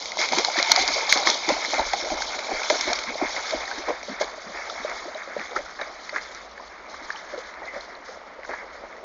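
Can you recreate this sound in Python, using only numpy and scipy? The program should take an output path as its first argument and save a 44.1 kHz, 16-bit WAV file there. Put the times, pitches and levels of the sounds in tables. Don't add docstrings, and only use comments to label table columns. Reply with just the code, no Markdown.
import sys
import numpy as np
from scipy import signal
from scipy.fft import rfft, irfft
from scipy.io import wavfile

SR = 44100
rng = np.random.default_rng(int(sys.argv[2]) if len(sys.argv) > 2 else 0)


def unload_wav(signal):
    wavfile.write(
        sys.argv[1],
        SR,
        np.round(np.clip(np.atleast_2d(signal).T, -1, 1) * 32767).astype(np.int16),
    )


N = 398663

# start in seconds, ring peak in dB, pitch in Hz,
# spray burst in dB relative to that peak.
SLAPS = [(0.024, -26, 4840, -17), (.0568, -26, 2220, 2), (.1191, -22, 2100, -14), (.172, -23, 5700, -3),
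         (.1885, -19.5, 2160, -3.5), (.2144, -14, 2160, -5), (.2882, -18.5, 2170, -14),
         (0.3221, -18.5, 4580, -7), (.385, -13, 2260, 2), (0.4482, -8.5, 4320, -18), (.5686, -18, 1770, -5),
         (0.5873, -10.5, 1920, -7), (0.6273, -6.5, 4080, -6), (.6963, -20, 2110, -9),
         (0.7169, -4, 4250, -1.5), (0.7616, -3.5, 5220, -13), (0.8776, -8.5, 5000, -5.5),
         (1.0934, -12.5, 4480, -1), (1.1256, -2, 2107, -12.5), (1.1745, -13, 4330, -23),
         (1.272, -8, 2110, -12), (1.3002, -12, 4420, 3.5), (1.3432, -20, 4430, 3), (1.4889, -19, 2030, 0),
         (1.6487, -17.5, 2100, -18), (1.7085, -25, 5570, -7), (1.7414, -16.5, 2210, -19),
         (1.79, -32, 2220, -9), (1.8844, -23, 5500, -16), (1.934, -14.5, 2130, -9), (2.013, -19, 5300, -13),
         (2.1021, -22, 2200, -16), (2.2209, -20, 1560, -1.5), (2.3909, -21, 2160, -9),
         (2.5952, -25, 1490, -15), (2.6334, -19, 2350, -14), (2.6997, -14, 2080, -7.5),
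         (2.8095, -23, 2200, 6.5), (2.9312, -21.5, 2140, 1), (2.9886, -21.5, 2280, -5),
         (3.037, -24.5, 2110, -7), (3.3638, -19, 2050, -7), (3.5074, -22, 2070, -4.5),
         (3.6772, -24.5, 1870, -7), (3.713, -22.5, 1540, -13), (4.0292, -30, 2240, -4),
         (4.199, -29, 1960, -7), (4.2152, -28, 2220, 1), (4.4186, -33, 2140, -7), (4.6979, -25, 1320, -9),
         (4.8968, -27.5, 1980, -6), (5.3782, -29, 1750, -8), (5.3952, -26, 2270, -19),
         (5.4136, -24.5, 1910, -29), (5.565, -17, 1820, -22), (5.5887, -27, 1970, -14),
         (5.7911, -27, 1730, -28), (5.8122, -22, 1770, -20), (6.0933, -22, 2110, -31),
         (6.161, -14, 1670, -33), (6.183, -20, 2030, -25), (6.348, -26, 5870, -6),
         (6.5784, -28.5, 1770, -34), (7.1037, -16.5, 1720, -34), (7.539, -33, 2070, -18),
         (8.4331, -28.5, 2060, -20), (8.4492, -27.5, 1540, -21), (8.5101, -26, 2050, -21),
         (8.5382, -25, 1680, -26), (8.5854, -31, 2060, -25), (8.9655, -38.5, 1910, -7)]
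# start in seconds, gulp peak in dB, pitch in Hz, ring t60 in seconds,
# thud in dB, wash of drops falling back in dB.
PLUNGES = [(0.188, -38, 374, 0.069, -60, -27.5), (0.312, -30, 238, 0.084, -62, -30),
           (0.371, -21, 352, 0.094, -62, -26), (.576, -24, 304, 0.047, -54, -27),
           (0.698, -40, 270, 0.1, -57, -32), (0.787, -32, 339, 0.17, -48, -35),
           (0.879, -38, 328, 0.14, -48.5, -28), (1.1, -48, 302, 0.075, -54, -25.5),
           (1.156, -31.5, 308, 0.088, -64, -44), (1.266, -25, 327, 0.077, -59, -27.5),
           (1.48, -20.5, 338, 0.059, -47.5, -25.5), (1.736, -42, 296, 0.26, -59, -32),
           (1.793, -31, 328, 0.12, -40.5, -48), (2.02, -38, 340, .12, -51, -49),
           (2.113, -27, 310, 0.087, -42, -35), (2.252, -49, 300, 0.075, -56, -43),
           (2.519, -24.5, 370, 0.059, -46, -41), (2.721, -29.5, 376, 0.066, -55, -36),
           (2.874, -24.5, 323, 0.073, -47, -32), (3.069, -38.5, 294, 0.33, -62, -45),
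           (3.221, -22.5, 345, 0.042, -47, -28.5), (3.543, -28, 340, 0.049, -48, -47),
           (3.773, -36.5, 340, .17, -58, -36.5), (3.873, -34, 413, 0.066, -56, -41),
           (4.09, -32.5, 253, 0.14, -66, -34), (4.203, -37, 397, 0.093, -53, -34),
           (4.461, -44, 212, 0.12, -66, -56), (4.544, -40.5, 400, 0.087, -58, -33.5),
           (4.794, -42, 247, 0.12, -62, -46), (4.883, -42, 406, 0.14, -52, -46.5),
           (5.053, -36, 352, 0.13, -64, -56), (5.379, -39, 240, 0.14, -61, -36.5),
           (5.561, -32.5, 427, 0.094, -56, -44), (5.804, -55, 350, 0.069, -61, -38),
           (6.141, -45, 350, 0.12, -58, -33), (6.34, -54, 350, 0.11, -54, -47),
           (7.014, -42, 297, 0.091, -61, -43), (7.329, -37, 384, .11, -62, -51),
           (7.733, -38, 296, 0.062, -55, -35.5), (8.497, -40, 407, 0.1, -60, -36.5)]
# frequency in Hz, relative density in dB per Hz.
GURGLE_SPECTRUM = [(65, -70), (110, -41.5), (231, -11), (327, -5), (445, -2.5), (623, 5.5), (785, 2),
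                   (1100, -5), (1430, -30), (2420, -120)]
# frequency in Hz, relative density in dB per Hz.
SPRAY_SPECTRUM = [(1620, -30), (2750, -20), (2860, -11.5), (3180, -4.5), (3550, -0.5), (4330, 0),
                  (5140, -2), (5510, -0.5), (5820, -5), (6920, 3.5), (7200, 4.5), (7710, -3.5),
                  (10000, -66), (17000, -120)]
# time in seconds, share of the near colour from 0 to 1.
NEARNESS = [(0, 0.77), (3.3, 0.61), (4.2, 0.36), (9.04, 0.08)]
MOMENT = np.arange(SR // 2) / SR


def from_db(db):
    return 10 ** (np.asarray(db) / 20)


def rms_one(x):
    return x / np.sqrt(np.mean(x ** 2) + 1e-20)


def in_time(rows):
    s, *columns = np.transpose(rows)
    return [np.interp(np.arange(N) / SR, s, column) for column in columns]


def drift(rate):
    pole = np.exp(-2 * np.pi * rate / SR)
    noise = rng.standard_normal(N + SR)
    smooth = signal.lfilter([1], [1, -2 * pole, pole * pole], noise)
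    return rms_one(smooth[SR:])


def colour(x, spectrum):
    size = 2 ** 14
    hz, db = np.transpose(spectrum)
    log_bins = np.log(np.fft.rfftfreq(size, 1 / SR) + 1)
    log_gain = np.log(from_db(np.interp(log_bins, np.log(hz), np.maximum(db, -70))))
    cepstrum = irfft(log_gain)
    cepstrum[1:size // 2] *= 2
    cepstrum[size // 2 + 1:] = 0
    impulse_response = irfft(np.exp(rfft(cepstrum)))
    return rms_one(signal.fftconvolve(x, impulse_response)[:N])


def noise(spectrum):
    return colour(rng.standard_normal(N), spectrum)


def fade(peak_db, t60, attack):
    t = MOMENT[:round(2 * t60 * SR)]
    shape = (1 - np.exp(-t / (attack * t60))) ** 2 * from_db(-60 * t / t60)
    return from_db(peak_db) * shape / shape.max()


def add(track, s, sound):
    start = round(s * SR)
    track[start:start + len(sound)] += sound[:N - start]


def flares(events, attack):
    out = np.zeros(N)
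    for s, peak_db, t60 in events:
        add(out, s, fade(peak_db, t60, attack))
    return out


def bubbles(low_hz, high_hz, per_s, cycles, uneven_db, clump_db, clump_rate, patchy_db, count=20):
    strengths = from_db(uneven_db * np.minimum(rng.exponential(1, N), 4)) * rng.choice([-1, 1], N)
    born = rng.random(N) < per_s / SR
    dealt = rng.integers(0, count, N)
    patches = [from_db(patchy_db * drift(clump_rate / 2)) for _ in range(count // 5)]
    out = 0
    for k, hz in enumerate(np.geomspace(low_hz, high_hz, count)):
        radius = from_db(-60 * hz / (cycles * SR))
        angle = 2 * np.pi * hz / SR
        clicks = strengths * born * (dealt == k) * patches[k // 5]
        poles = [1, -2 * radius * np.cos(angle), radius * radius]
        ringing = signal.lfilter([0, np.sin(angle)], poles, clicks + 1e-18)
        out = out + hz * ringing
    return out * from_db(clump_db * drift(clump_rate))


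def lone_bubbles(events, attack, rough, rough_rate, lead=.12):
    out = np.zeros(N)
    shake, sway = drift(rough_rate), drift(rough_rate)
    for s, peak_db, hz, ring_s, octaves in events:
        shape = fade(peak_db, ring_s, attack)
        now = (round(s * SR) + np.arange(len(shape))) % N
        climb = octaves * (np.minimum(MOMENT[:len(shape)] / ring_s, 1) - lead)
        pitch = hz * 2 ** (climb + 0.18 * rough * sway[now])
        sine = np.sin(2 * np.pi * np.cumsum(pitch) / SR)
        add(out, s, shape * (1 + rough * shake[now]) * sine)
    return out


def pockets(events, octaves, attack, burst_attack, rough, rough_rate, lead=0):
    bursts = flares([(row[0] - lead, row[1] + row[4], row[5]) for row in events], burst_attack)
    ringing = lone_bubbles([(*row[:4], octaves) for row in events], attack, rough, rough_rate)
    return ringing, bursts


def companions(events, under_db, spread_octaves, late_s, count=3):
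    chance = rng.random((len(events), count, 3))
    fragments = []
    for (s, peak_db, hz, ring_s, octaves), draws in zip(events, chance):
        for when, loud, size in draws:
            fragment_db = peak_db + under_db * (.5 + loud)
            fragment_hz = hz * 2 ** (spread_octaves * (size - .4))
            fragments.append((s + late_s * when, fragment_db, fragment_hz, ring_s * 0.83, octaves))
    return fragments


def patter(x):
    # frequency in Hz, relative density in dB per Hz.
    near_spectrum = [(530, -26.5), (900, 1), (1080, -4), (1860, -15.5), (2070, 0.5), (2180, 5), (2800, -20),
                     (3640, -58.5), (6160, -120)]
    far_spectrum = [(530, -41), (900, -7.5), (1240, 0.5), (1430, -2), (1680, -1.5), (2180, 0.5),
                    (2800, -35), (3640, -65.5), (6160, -120)]
    near = in_time(NEARNESS)[0]
    return near * colour(x, near_spectrum) + (1 - near) * colour(x, far_spectrum)


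def plunge_envelope(column, t60, attack, lead=0):
    return flares([(row[0] - lead, row[column], t60) for row in PLUNGES], attack)


def hush():
    # frequency in Hz, relative density in dB per Hz.
    hush_spectrum = [(19, -36.5), (32, -5), (71, -19), (113, -33), (183, -7.5), (390, -5), (551, 0.5),
                     (1260, 0), (1620, -10.5), (2080, -6.5), (2680, -16.5), (4150, -18), (6130, -28.5),
                     (7030, -27), (7710, -48), (10000, -81), (17000, -120)]
    return from_db(-46.5) * noise(hush_spectrum)


def rumble():
    # frequency in Hz, relative density in dB per Hz.
    rumble_spectrum = [(8.8, -25.5), (15, -0.5), (27, -18), (48, 2), (69, 1), (78, -6), (108, -35.5),
                       (140, -9), (180, -33), (310, -120)]
    return from_db(-63.5) * noise(rumble_spectrum)


def thuds():
    # frequency in Hz, relative density in dB per Hz.
    thud_spectrum = [(8.8, -26), (15, -3.5), (38, 4), (53, 5), (68, -5), (78, -22), (92, -35), (110, -32.5),
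                     (140, -58.5), (240, -120)]
    return plunge_envelope(column=4, t60=0.37, attack=0.017) * noise(thud_spectrum)


def churn():
    # time in seconds, gurgle, patter and spray levels in dB.
    stirring = [(0.0, -44.5, -39.5, -34.5), (0.2, -41, -35.5, -37.5), (0.38, -34.5, -37, -39),
                (0.73, -36.5, -25, -24.5), (0.93, -36.5, -30, -31), (1.66, -37, -31, -30.5),
                (2.49, -40, -34, -35), (2.79, -35, -31, -29.5), (3.04, -36.5, -35, -38.5),
                (3.47, -37.5, -30.5, -34.5), (4.18, -47.5, -41, -47), (4.91, -38.5, -36.5, -41),
                (5.24, -47, -39, -47.5), (6.12, -46, -42.5, -48.5), (6.65, -50.5, -48, -56),
                (7.3, -47.5, -39, -50.5), (7.53, -45, -44, -54.5), (8.43, -47, -47, -59.5),
                (8.61, -45.5, -43.5, -56), (9.04, -47, -48.5, -57.5)]
    # start in seconds, peak in dB, t60 in seconds.
    spray_sheets = [(.172, -22.5, 0.62), (.32, -25.5, 0.99), (.56, -30, .6), (.68, -35, 0.86),
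                    (.78, -24, .5), (.89, -31, 1), (1.088, -20.5, 0.51), (1.25, -22.5, 0.41),
                    (1.48, -29.5, 0.58), (1.68, -31.5, .6), (1.97, -35.5, 1), (2.2, -32, 0.27),
                    (2.5, -36.5, 0.71), (2.69, -30.5, .7), (2.85, -35, .6), (2.95, -32, 0.16),
                    (3.23, -34, 1), (3.45, -39, 0.33), (3.67, -39.5, 0.55), (3.77, -38.5, 0.42),
                    (3.88, -44, 0.35), (4.03, -41.5, 1), (4.195, -34.5, 0.33), (4.4, -46, .4),
                    (4.55, -43, 0.49), (4.69, -44, 0.31), (4.82, -44.5, 1), (4.94, -44, 0.38),
                    (5.17, -49, 0.21), (5.36, -43.5, 1), (5.55, -40.5, .4), (5.8, -43.5, 0.43),
                    (6.03, -44, 0.47), (6.14, -43.5, .4), (6.2, -42.5, .5), (6.3, -47, 0.36),
                    (6.35, -49, 0.38), (6.41, -55, 0.23), (6.6, -51.5, 0.75), (6.88, -48.5, 0.75),
                    (7.02, -45.5, 0.53), (7.1, -46.5, 0.67), (7.27, -50, 1), (7.37, -44.5, 0.31),
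                    (7.46, -53, 0.3), (7.64, -51.5, .5), (7.72, -48.5, 0.79), (7.8, -46.5, 0.23),
                    (7.95, -67, 0.26), (8.04, -48, 0.73), (8.11, -65, 0.45), (8.43, -48, 0.7),
                    (8.52, -55, .7), (8.72, -55, .7), (8.96, -59, 0.33)]
    gurgle_db, patter_db, spray_db = in_time(stirring)
    wash = plunge_envelope(column=5, t60=0.4, attack=0.04, lead=0.013)
    sheets = flares(spray_sheets, attack=0.015)
    big = bubbles(135.8, 1260, per_s=900, cycles=17.7, uneven_db=0.0,
                  clump_db=2.5, clump_rate=11.6, patchy_db=3.15)
    middle = bubbles(811, 3266, per_s=2400, cycles=18.6, uneven_db=0.0,
                     clump_db=2.15, clump_rate=12, patchy_db=1.5, count=30)
    fine = bubbles(2477, 8000, per_s=5000, cycles=80.0, uneven_db=-0.5,
                   clump_db=1.18, clump_rate=21.3, patchy_db=1.37, count=40)
    gurgling = from_db(gurgle_db) * colour(big, GURGLE_SPECTRUM)
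    pattering = np.hypot(from_db(patter_db), wash) * patter(middle)
    fizzing = np.hypot(from_db(spray_db), sheets) * colour(fine, SPRAY_SPECTRUM)
    return gurgling + pattering + fizzing


def trickle():
    # start in seconds, peak in dB, pitch in Hz, ring t60 in seconds,
    # climb in octaves.
    trickle_notes = [(7.625, -38, 1810, 0.063, 0.32), (7.662, -32.5, 2070, 0.19, 0.026)]
    return lone_bubbles(trickle_notes, attack=0.047, rough=.3, rough_rate=190)


def droplets():
    # start in seconds, peak in dB, pitch in Hz.
    single_drops = [(3.0435, -35, 5130), (3.142, -28, 4090), (3.1777, -31, 5400), (3.29, -40, 4850),
                    (3.6546, -34, 4140), (3.7843, -31, 5800), (4.0322, -36, 5560), (4.6633, -38, 3960),
                    (4.6983, -30, 3680), (4.838, -32.5, 3840), (4.9955, -36, 3670), (5.146, -32.5, 3800),
                    (5.233, -38, 3700), (5.459, -36, 3440), (5.51, -38, 3550), (5.8138, -29, 3800),
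                    (6.048, -41, 5590), (6.094, -31, 4500), (6.218, -38, 4700), (6.6782, -42, 4280),
                    (7.1112, -38, 4030), (7.1591, -32.5, 3020), (7.653, -42, 4130), (7.8076, -35.5, 4030),
                    (7.9508, -40, 4070)]
    ring_s, climb_octaves = 0.018, 0.14
    rows = [(*row, ring_s, climb_octaves) for row in single_drops]
    ringing = lone_bubbles(rows, attack=.04, rough=0.36, rough_rate=1200)
    ticks = flares([(s, peak_db - 23, .012) for s, peak_db, _ in single_drops], attack=0.039)
    return ringing, ticks


def gulps():
    climb_octaves_per_s = 13
    deep = [(*row[:4], climb_octaves_per_s * row[3]) for row in PLUNGES]
    broken_up = companions(deep, under_db=-10.5, spread_octaves=1.4, late_s=.04)
    return lone_bubbles(deep + broken_up, attack=0.026, rough=0.34, rough_rate=63)


def plops():
    # start in seconds, peak in dB, pitch in Hz, ring t60 in seconds,
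    # gurgle burst in dB relative to the peak.
    air_pockets = [(.171, -23, 890, 0.017, -9.5), (.188, -28.5, 610, 0.059, -26),
                   (.321, -19, 680, 0.059, -7), (.384, -15, 970, 0.021, -22), (.484, -12, 790, 0.024, -43),
                   (.556, -25, 670, 0.067, -20), (.581, -26, 1030, 0.062, -9), (.625, -20, 670, 0.024, -30),
                   (.695, -19, 700, 0.047, -17.5), (.735, -23, 674, .061, -19), (.774, -17, 755, 0.11, -12),
                   (.836, -23, 726, 0.05, -28), (1.019, -26, 887, 0.063, -19), (1.126, -31, 1140, 0.2, -12),
                   (1.158, -27.5, 787, 0.21, -1), (1.193, -25, 785, .05, -32),
                   (1.252, -28.5, 790, .081, -4), (1.268, -19.5, 1090, 0.069, -12.5),
                   (1.492, -15, 744, 0.035, -8.5), (1.563, -24, 750, 0.047, -28),
                   (1.734, -14.5, 800, 0.022, -13), (1.778, -27, 750, 0.056, -5.5),
                   (1.794, -15, 860, 0.047, -14), (1.935, -12, 770, 0.035, -25),
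                   (2.034, -32, 557, 0.098, -12), (2.102, -20, 760, 0.055, -13),
                   (2.118, -22, 633, 0.065, -14), (2.206, -24, 781, .04, -19),
                   (2.387, -31, 614, 0.049, -23), (2.494, -29, 840, 0.036, -4.5),
                   (2.513, -18, 727, 0.035, -11.5), (2.702, -10, 611, 0.057, -19.5),
                   (2.876, -17, 625, 0.044, -9.5), (2.913, -20.5, 700, 0.072, -21),
                   (3.041, -38, 600, 0.046, -5), (3.155, -23.5, 627, 0.024, -31),
                   (3.215, -16, 706, .021, -16), (3.362, -23.5, 655, 0.033, -12),
                   (3.518, -27, 612, 0.2, -12), (3.534, -16.5, 588, 0.044, -22),
                   (3.88, -29.5, 500, 0.05, -3.5), (3.893, -27, 489, 0.17, -8.5),
                   (4.032, -28.5, 646, .021, -28), (4.083, -31, 537, 0.034, -3),
                   (4.21, -19.5, 620, 0.05, -7.5), (4.547, -32.5, 580, 0.029, -4),
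                   (4.847, -20, 593, .05, -23), (4.924, -36, 627, .05, -20), (5.081, -29, 610, 0.069, -26),
                   (5.151, -29.5, 605, 0.088, -20), (5.274, -32.5, 560, 0.054, -14),
                   (5.365, -19.5, 556, 0.031, -16), (5.509, -35.5, 519, 0.12, -3.5),
                   (5.549, -34, 1200, .03, -8), (5.561, -18.5, 1317, 0.036, -16.5),
                   (5.589, -28, 584, 0.067, -30), (5.797, -28, 800, 0.027, -6),
                   (6.125, -32, 578, 0.079, -4.5), (6.158, -31, 1150, 0.035, -14),
                   (6.596, -30, 1020, 0.042, -20), (6.879, -33.5, 593, 0.066, -13.5),
                   (6.94, -28.5, 1160, 0.025, -19), (7.092, -36, 1130, .066, -10),
                   (7.145, -33.5, 863, 0.063, -27), (7.335, -26, 557, 0.066, -10.5),
                   (7.376, -26, 507, 0.059, -14), (7.618, -29.5, 870, 0.04, -10.5),
                   (7.735, -33.5, 566, 0.075, -7), (7.759, -29.5, 568, .11, -9),
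                   (8.089, -34, 485, .05, -20), (8.492, -26.5, 530, 0.02, -7),
                   (8.535, -25.5, 910, 0.025, -28), (8.837, -28.5, 580, 0.019, -17)]
    burst_t60_s = 0.17
    return pockets([(*row, burst_t60_s) for row in air_pockets], octaves=0.4, attack=0.021,
                   burst_attack=0.051, rough=0.28, rough_rate=120, lead=.008)


def cracks():
    contact_db = -1
    far_db = -27
    impulse = np.zeros(N)
    impulse[0] = 1
    click = colour(impulse, SPRAY_SPECTRUM)[:SR // 20]
    click = click / np.abs(click).max()
    out = np.zeros(N)
    for row, sign in zip(SLAPS, rng.choice([-1, 1], len(SLAPS))):
        add(out, row[0], sign * from_db(row[1] + contact_db) * click)
    return out * from_db(far_db * (0.5 - in_time(NEARNESS)[0]))


def slaps():
    ring_cycles, spray_t60_s = 29.3, 0.027
    spatter_db, spatter_lead_s = -14, 0.0044
    rows = [(s, peak_db, hz, ring_cycles / hz, spray_db, spray_t60_s) for s, peak_db, hz, spray_db in SLAPS]
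    ringing, spray_bursts = pockets(rows, octaves=0.077, attack=0.016, burst_attack=0.0066,
                                    rough=0.17, rough_rate=850)
    spatter = flares([(row[0] - spatter_lead_s, row[1] + spatter_db, .045) for row in SLAPS], attack=0.081)
    return ringing, spray_bursts, spatter


def foam(plop_bursts, spray_bursts, spatter):
    gurgle_foam, patter_foam, spray_foam = rng.standard_normal((3, N)) * from_db(4.3 * drift(73))
    bursts = colour(gurgle_foam, GURGLE_SPECTRUM) * plop_bursts
    bursts += patter(patter_foam) * (from_db(-6) * plop_bursts + spatter)
    bursts += colour(spray_foam, SPRAY_SPECTRUM) * spray_bursts
    return bursts


def splashes():
    low_hz = 141.7
    dip_hz, dip_width_hz, dip_depth = 2780, 260, 0.5
    drop_rings, ticks = droplets()
    plop_rings, plop_bursts = plops()
    slap_rings, spray_bursts, spatter = slaps()
    thrown = plop_rings + slap_rings + gulps() + drop_rings + trickle() + cracks()
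    thrown += foam(plop_bursts, spray_bursts + ticks, spatter)
    thrown = signal.sosfilt(signal.butter(4, low_hz, "high", fs=SR, output="sos"), thrown)
    peak_filter = signal.iirpeak(dip_hz, dip_hz / dip_width_hz, fs=SR)
    return thrown - dip_depth * signal.lfilter(*peak_filter, thrown)


def scene():
    mono = hush() + rumble() + thuds() + churn() + splashes()
    return np.tile(mono, (2, 1))


def record(dry):
    band_edge_hz, cutoff_hz = 8000, 15800
    narrow = signal.sosfilt(signal.cheby2(10, 60, band_edge_hz, fs=SR, output="sos"), dry)
    clipped = np.clip(narrow, -1, 1)
    return signal.sosfilt(signal.cheby2(12, 70, cutoff_hz, fs=SR, output="sos"), clipped)


dry = scene()
out = record(dry)
unload_wav(out)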